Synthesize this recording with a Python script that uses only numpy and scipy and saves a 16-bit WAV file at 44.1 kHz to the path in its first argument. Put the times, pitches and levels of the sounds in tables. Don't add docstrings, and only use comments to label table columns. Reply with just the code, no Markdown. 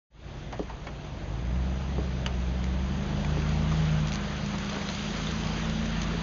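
import sys
import numpy as np
from scipy import signal
from scipy.fft import rfft, irfft, next_fast_len
from scipy.io import wavfile
from scipy.ndimage import uniform_filter1d, map_coordinates

SR = 44100
rng = np.random.default_rng(int(sys.argv[2]) if len(sys.argv) > 2 else 0)


def generate_wav(sig):
    pcm = np.round(np.clip(np.atleast_2d(sig).T, -1, 1) * 32767).astype(np.int16)
    wavfile.write(sys.argv[1], SR, pcm)


def gain_from_db(level_db):
    decades = np.asarray(level_db, float) / 20
    return 10 ** decades


N = 274302

# (time [s], firing rate [Hz], load [dB])
ENGINE_RUN = [(.35, 35.57, -22.5), (1.0, 35.64, -13), (1.2, 43.72, -4), (1.4, 57.53, -5.5), (1.6, 64.6, -2),
              (1.85, 67.15, -4), (2.4, 62.8, -2.5), (2.85, 67.3, -2.5), (3.05, 72.9, -3.5), (3.3, 74.5, 0),
              (3.75, 79.05, 1), (4.05, 76.33, -2), (4.2, 73.3, -6), (4.5, 74.3, -8.5), (4.85, 72.92, -11),
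              (5.3, 80.46, -8), (5.6, 80.3, -6.5), (6.1, 82, -5.5)]


def unit(x):
    return x / np.sqrt(np.mean(x ** 2) + 1e-20)


def along(points, hz):
    f, v = np.transpose(points)
    return np.interp(np.log(hz + 1), np.log(f + 1), v)


def curves(rows):
    s, *cols = np.transpose(rows)
    return [np.interp(np.arange(N) / SR, s, c) for c in cols]


def wobble(rate):
    knots = rng.standard_normal(int(N * 40 / SR) + 4)
    return map_coordinates(knots, [np.arange(N) * min(rate, 40) / SR])


def filtered(x, response):
    m = next_fast_len(len(x) + SR // 2)
    return irfft(rfft(x, m) * response(np.fft.rfftfreq(m, 1 / SR)), m)[:len(x)]


def coloured(x, spectrum):
    return filtered(x, lambda hz: gain_from_db(along(spectrum, hz)))


def rush(spectrum, patchy_db):
    z = signal.stft(rng.standard_normal(N), nperseg=512)[2]
    patches = uniform_filter1d(rng.standard_normal(z.shape), size=6, axis=0)
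    patches = uniform_filter1d(patches, size=10, axis=1)
    x = signal.istft(z * gain_from_db(patchy_db * unit(patches)), nperseg=512)[1][:N]
    return unit(coloured(x, spectrum))


def tone(turns, db, flutter_db, drift):
    phase = 2 * np.pi * (turns + rng.random()) + drift * wobble(9)
    return np.sqrt(2) * gain_from_db(db + flutter_db * wobble(11)) * np.sin(phase)


def add(track, s, sound):
    part = track[round(s * SR):][:len(sound)]
    part += sound[:len(part)]


def fading():
    return 1.53 * wobble(5)


def fan(firing_hz):
    # (firing rate [Hz], blade rate [Hz], level [dB])
    blade_rows = [(35.99, 144.2, -46), (49.05, 161, -48.5), (60.16, 171, -44.5), (65.5, 184, -37),
                  (74, 203.5, -38), (82, 222, -37.5)]
    at_hz, *blade = np.transpose(blade_rows)
    blade_hz, blade_db = (np.interp(firing_hz, at_hz, c) for c in blade)
    return tone(np.cumsum(blade_hz) / SR, blade_db + fading(), flutter_db=1.2, drift=.15)


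def engine():
    # (order, idle level [dB], level at full load [dB], share of load felt)
    strong_orders = [(5, -66.5, -32.5, 0.77), (8, -52, -29, 1.36), (11, -47, -41, 0.77),
                     (16, -59.5, -30.5, 1.05)]
    # (order, idle level [dB], pulling level [dB])
    weak_orders = [(7, -63, -50), (9, -69, -53), (13, -47.5, -58), (14, -50.5, -61), (18, -63, -51),
                   (19, -57, -48.5), (21, -56.5, -53), (24, -61.5, -53), (27, -54, -55.5)]
    # (frequency [Hz], level [dB])
    exhaust = [(22, -25.5), (40, -12.5), (49, 0.5), (63, 2.5), (78, -5.5), (130, -4.5), (146, -1.5),
               (155, 3)]
    firing_hz, load_db = curves(ENGINE_RUN)
    cycle = np.cumsum(firing_hz) / SR / 8
    pulling = np.clip((firing_hz - 38) / 14, 0, 1)
    hum = 0
    for order, idle_db, full_db, share in strong_orders:
        pull_db = full_db + share * load_db + along(exhaust, order * firing_hz / 8)
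        level_db = idle_db + np.sqrt(pulling) * (pull_db - idle_db) + fading()
        hum = hum + tone(order * cycle, level_db, flutter_db=.6, drift=.08)
    for order, idle_db, pull_db in weak_orders:
        level_db = idle_db + pulling * (pull_db - idle_db) + 2.5 * wobble(1.5)
        hum = hum + tone(order * cycle, level_db, flutter_db=2.5, drift=.6)
    blades = fan(firing_hz)
    gate = (.5 + .5 * np.sin(2 * np.pi * cycle * 8)) ** 3
    burning = rush([(200, -5.0), (450, 2.5), (1500, -9.0), (4000, -23.5)], patchy_db=2.5)
    throb = gain_from_db(-56 + 5.9 * pulling) * unit(gate * burning)
    return hum + blades + throb


def street():
    # (time [s], nearness of the traffic [dB])
    nearness = [(.3, -1), (.5, -1.5), (1.25, -1), (1.67, 2), (2.2, 3), (2.7, 3.5), (3.0, 5.5), (3.37, 8),
                (3.7, 9), (4.22, 8), (4.7, 9.5), (5.3, 9), (6.22, 9.5)]
    # (frequency [Hz], level per Hz [dB])
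    rumble_colour = [(18, -30.5), (30, -6), (50, -10), (100, 4), (200, 4.5), (270, -2.5), (340, 0),
                     (390, -5.5), (480, -7.5), (600, -4.5), (900, -10), (2000, -43)]
    # (frequency [Hz], level per Hz [dB])
    roar_colour = [(150, -18), (400, -1.5), (700, -6), (1200, -2.5), (2000, -6), (3500, -11.5),
                   (7000, -37.5)]
    # (frequency [Hz], level per Hz [dB])
    spray_colour = [(500, -29.5), (1500, -5.5), (2400, -2.5), (3200, 3), (4200, -1), (5200, -1.5),
                    (6300, -2.5), (8000, -9.5)]
    near_db, = curves(nearness)
    load_db = curves(ENGINE_RUN)[1]
    t = np.arange(N) / SR
    puddle_db = 4.5 * np.exp(-((t - 5.16) / .54) ** 2)
    rumble_db = -44 + .22 * near_db + .29 * load_db
    roar_db = -51 + near_db
    spray_db = -53.5 + near_db + puddle_db
    swell = wobble(6.1)
    lumps = gain_from_db(.6 * wobble(6))
    rumble = gain_from_db(rumble_db + 5) * lumps * rush(rumble_colour, patchy_db=1)
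    roar = gain_from_db(roar_db + 1.5 + .31 * swell + .23 * wobble(19)) * rush(roar_colour, patchy_db=1.44)
    spray = gain_from_db(spray_db + .3 + .47 * swell + .17 * wobble(23)) * rush(spray_colour, patchy_db=1.35)
    landing = rng.random(N) < 260 / SR
    drops = landing * gain_from_db(4.5 * rng.standard_normal(N)) * rng.choice([-1, 1], N)
    splash = rng.standard_normal(132) * gain_from_db(-40 * np.arange(132) / 132)
    drops = signal.fftconvolve(drops, splash)[:N]
    drops = gain_from_db(spray_db - 8) * unit(coloured(drops, spray_colour))
    gust_db = -49 - ((t - 5.75) / .11) ** 2
    gust = gain_from_db(gust_db) * rush([(12, -22), (22, 3), (30, 3.5), (42, -32.0)], patchy_db=1.5)
    return gust + rumble + roar + spray + drops


def clicks():
    # (time [s], peak [dB], ring [Hz], crack [dB])
    scuffs = [(.525, -38, 2140, 4.5), (.529, -29, 622, -13.5), (.541, -38, 1820, -5),
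              (.695, -37.5, 1950, -6.5), (.698, -32.5, 910, -13.5), (.867, -34, 780, -11.5),
              (.870, -29, 2220, -6.5), (.99, -51, 1480, -10), (1.045, -42, 615, -18),
              (1.558, -40, 2930, -4), (3.09, -37.5, 648, -12), (3.717, -29, 1205, -10),
              (4.535, -27.5, 730, -19), (4.723, -31.5, 1071, -19), (4.76, -27.5, 1482, -10),
              (4.815, -29, 2170, -8.5)]
    # (time [s], peak [dB], ring [Hz], crack [dB])
    ticks = [(2.2618, -16.5, 2976, -6), (2.2618, -32, 6640, -1.5), (2.263, -27, 566.1, -15),
             (2.265, -24.5, 4764, 0), (2.267, -34, 3050, 0), (2.422, -37, 3220, -18),
             (2.641, -35.5, 2240, 5.5), (3.247, -28, 2348, -2.5), (3.42, -30, 2670, -9),
             (4.888, -22, 4110, -0.5), (5.27, -23, 3520, -5.5), (5.435, -26, 3150, -12.5)]
    # (frequency [Hz], time [s])
    ring_t60 = [(600, 0.056), (2000, 0.023), (4500, 0.014)]
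    crack_colour = [(400, -10.0), (1200, 4), (3000, 3.0), (5000, -2.0), (8000, -4)]
    dull_colour = [(250, -30.0), (600, 4), (1200, -5), (2500, -15.5), (6000, -29.5)]
    out, t = np.zeros(N), np.arange(SR // 8) / SR
    rows = [(*r, -.5, 1) for r in scuffs] + [(*r, -17.5, .8) for r in ticks]
    for s, db, hz, crack_db, scrape_db, shorter in rows:
        t60 = shorter * along(ring_t60, hz)
        fall = gain_from_db(-60 * t / max(t60, .005)) * (1 - np.exp(-t / .0007))
        crack, dull, shake = rng.standard_normal((3, len(t)))
        shake = unit(uniform_filter1d(shake, size=40))
        ring = np.sin(2 * np.pi * hz * t + .45 * shake)
        crack = gain_from_db(crack_db + 5 - 60 * t / .036) * unit(coloured(crack, crack_colour))
        scrape = gain_from_db(scrape_db - 60 * t / .13) * (1 - np.exp(-t / .001))
        scrape = scrape * unit(coloured(dull, dull_colour))
        add(out, s, gain_from_db(db) * (fall * (ring + crack) + .5 * scrape))
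    return out


def knocks():
    # (time [s], peak [dB], edge noise [dB])
    hits = [
        (.5957, -20.5, -14),
        (1.983, -23, -20),
        (3.3715, -24, -20),
        (4.7555, -27, -10),
        (6.1425, -30, -16),
    ]
    # (frequency [Hz], level [dB], time to fall 60 dB [s])
    panel = [(175, -3, .07), (265, -4, .065), (305, -2, .07), (436, 0, .06), (560, -14, .04)]
    out, t = np.zeros(N), np.arange(SR // 5) / SR
    late = np.maximum(t - .005, 0)
    for s, db, edge_db in hits:
        ring = 0
        for k, (hz, level, t60) in enumerate(panel[::-1], 1):
            size = gain_from_db(level + rng.normal(0, .8) - 60 * late / t60)
            ring = ring + size * (-1) ** k * np.sin(2 * np.pi * hz * late)
        ring = .85 * ring * (1 - np.exp(-late / .0015))
        u = (t - .002) / .00045
        push = 1.65 * u * np.exp(-u * u / 2)
        note = np.sin(2 * np.pi * 1150 * np.maximum(t - .001, 0))
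        push = push + .47 * gain_from_db(-60 * t / .015) * note
        edge = unit(uniform_filter1d(rng.standard_normal(len(t)), size=18))
        edge = gain_from_db(edge_db - 60 * t / .02) * edge
        add(out, s - .002, gain_from_db(db) * (ring + push + edge))
    return out


def spatter():
    # (time [s], peak [dB], length [s])
    bursts = [(4.071, -28, .002), (4.082, -29, .002), (4.09, -32, .002), (4.12, -26, .0015),
              (4.128, -27, .0015), (4.1365, -26, .002), (4.147, -27, .0015), (4.156, -27, .0015),
              (4.46, -31, .003), (4.583, -30, .003), (4.694, -29, .005), (4.73, -31, .002),
              (4.948, -29, .003), (5.17, -31, .002), (5.31, -31, .004), (5.47, -31, .002),
              (5.695, -31, .004), (5.855, -29, .004), (6.016, -28, .004), (6.03, -30, .005)]
    colour = [(1000, -22.0), (2500, -10), (4500, -10.5), (6500, -9.0), (7400, -15.5)]
    out, t = np.zeros(N), np.arange(SR // 16) / SR
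    for s, db, length in bursts:
        u = t / np.clip(length, .001, .006)
        puff = u ** .38 * np.exp(-u) * coloured(rng.standard_normal(len(t)), colour)
        add(out, s, gain_from_db(db + 4.0) * puff / np.abs(puff).max())
    return out


def walls(x):
    # (frequency [Hz], time [s])
    echo_t60 = [(200, 0.092), (1000, 0.16), (3000, 0.052), (7000, 0.043)]
    hz, t, z = signal.stft(rng.standard_normal(SR // 2), SR, nperseg=256)
    fall = gain_from_db(-60 * t / along(echo_t60, hz)[:, None])
    tail = signal.istft(z * fall, SR, nperseg=256)[1]
    late = np.pad(x, (350, 0))
    return signal.fftconvolve(late, tail / np.linalg.norm(tail))[:N]


def scene():
    hits = knocks() + clicks() + spatter()
    return (engine() + street() + hits + gain_from_db(-13) * walls(hits))[None]


def top_cut(x):
    return signal.sosfilt(signal.butter(12, 7580, fs=SR, output="sos"), x)


def record(dry):
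    # (frequency [Hz], level [dB])
    highs_lost = [(6500, -0.5), (6900, -6), (7250, -12.5), (7500, -23), (7680, -38), (7800, -70)]
    dip_hz, wide_hz, left = 5420, 520, .04

    def microphone(f):
        off = dip_hz ** 2 - f * f
        dip = (off + 1j * f * wide_hz * left) / (off + 1j * f * wide_hz)
        return dip * gain_from_db(along(highs_lost, f))

    x = filtered(dry[0], microphone)
    fade = np.clip((np.arange(N) / SR - .1) / .24, 0, 1) ** 1.08
    return top_cut((x * fade)[None])


dry = scene()
out = record(dry)
generate_wav(out)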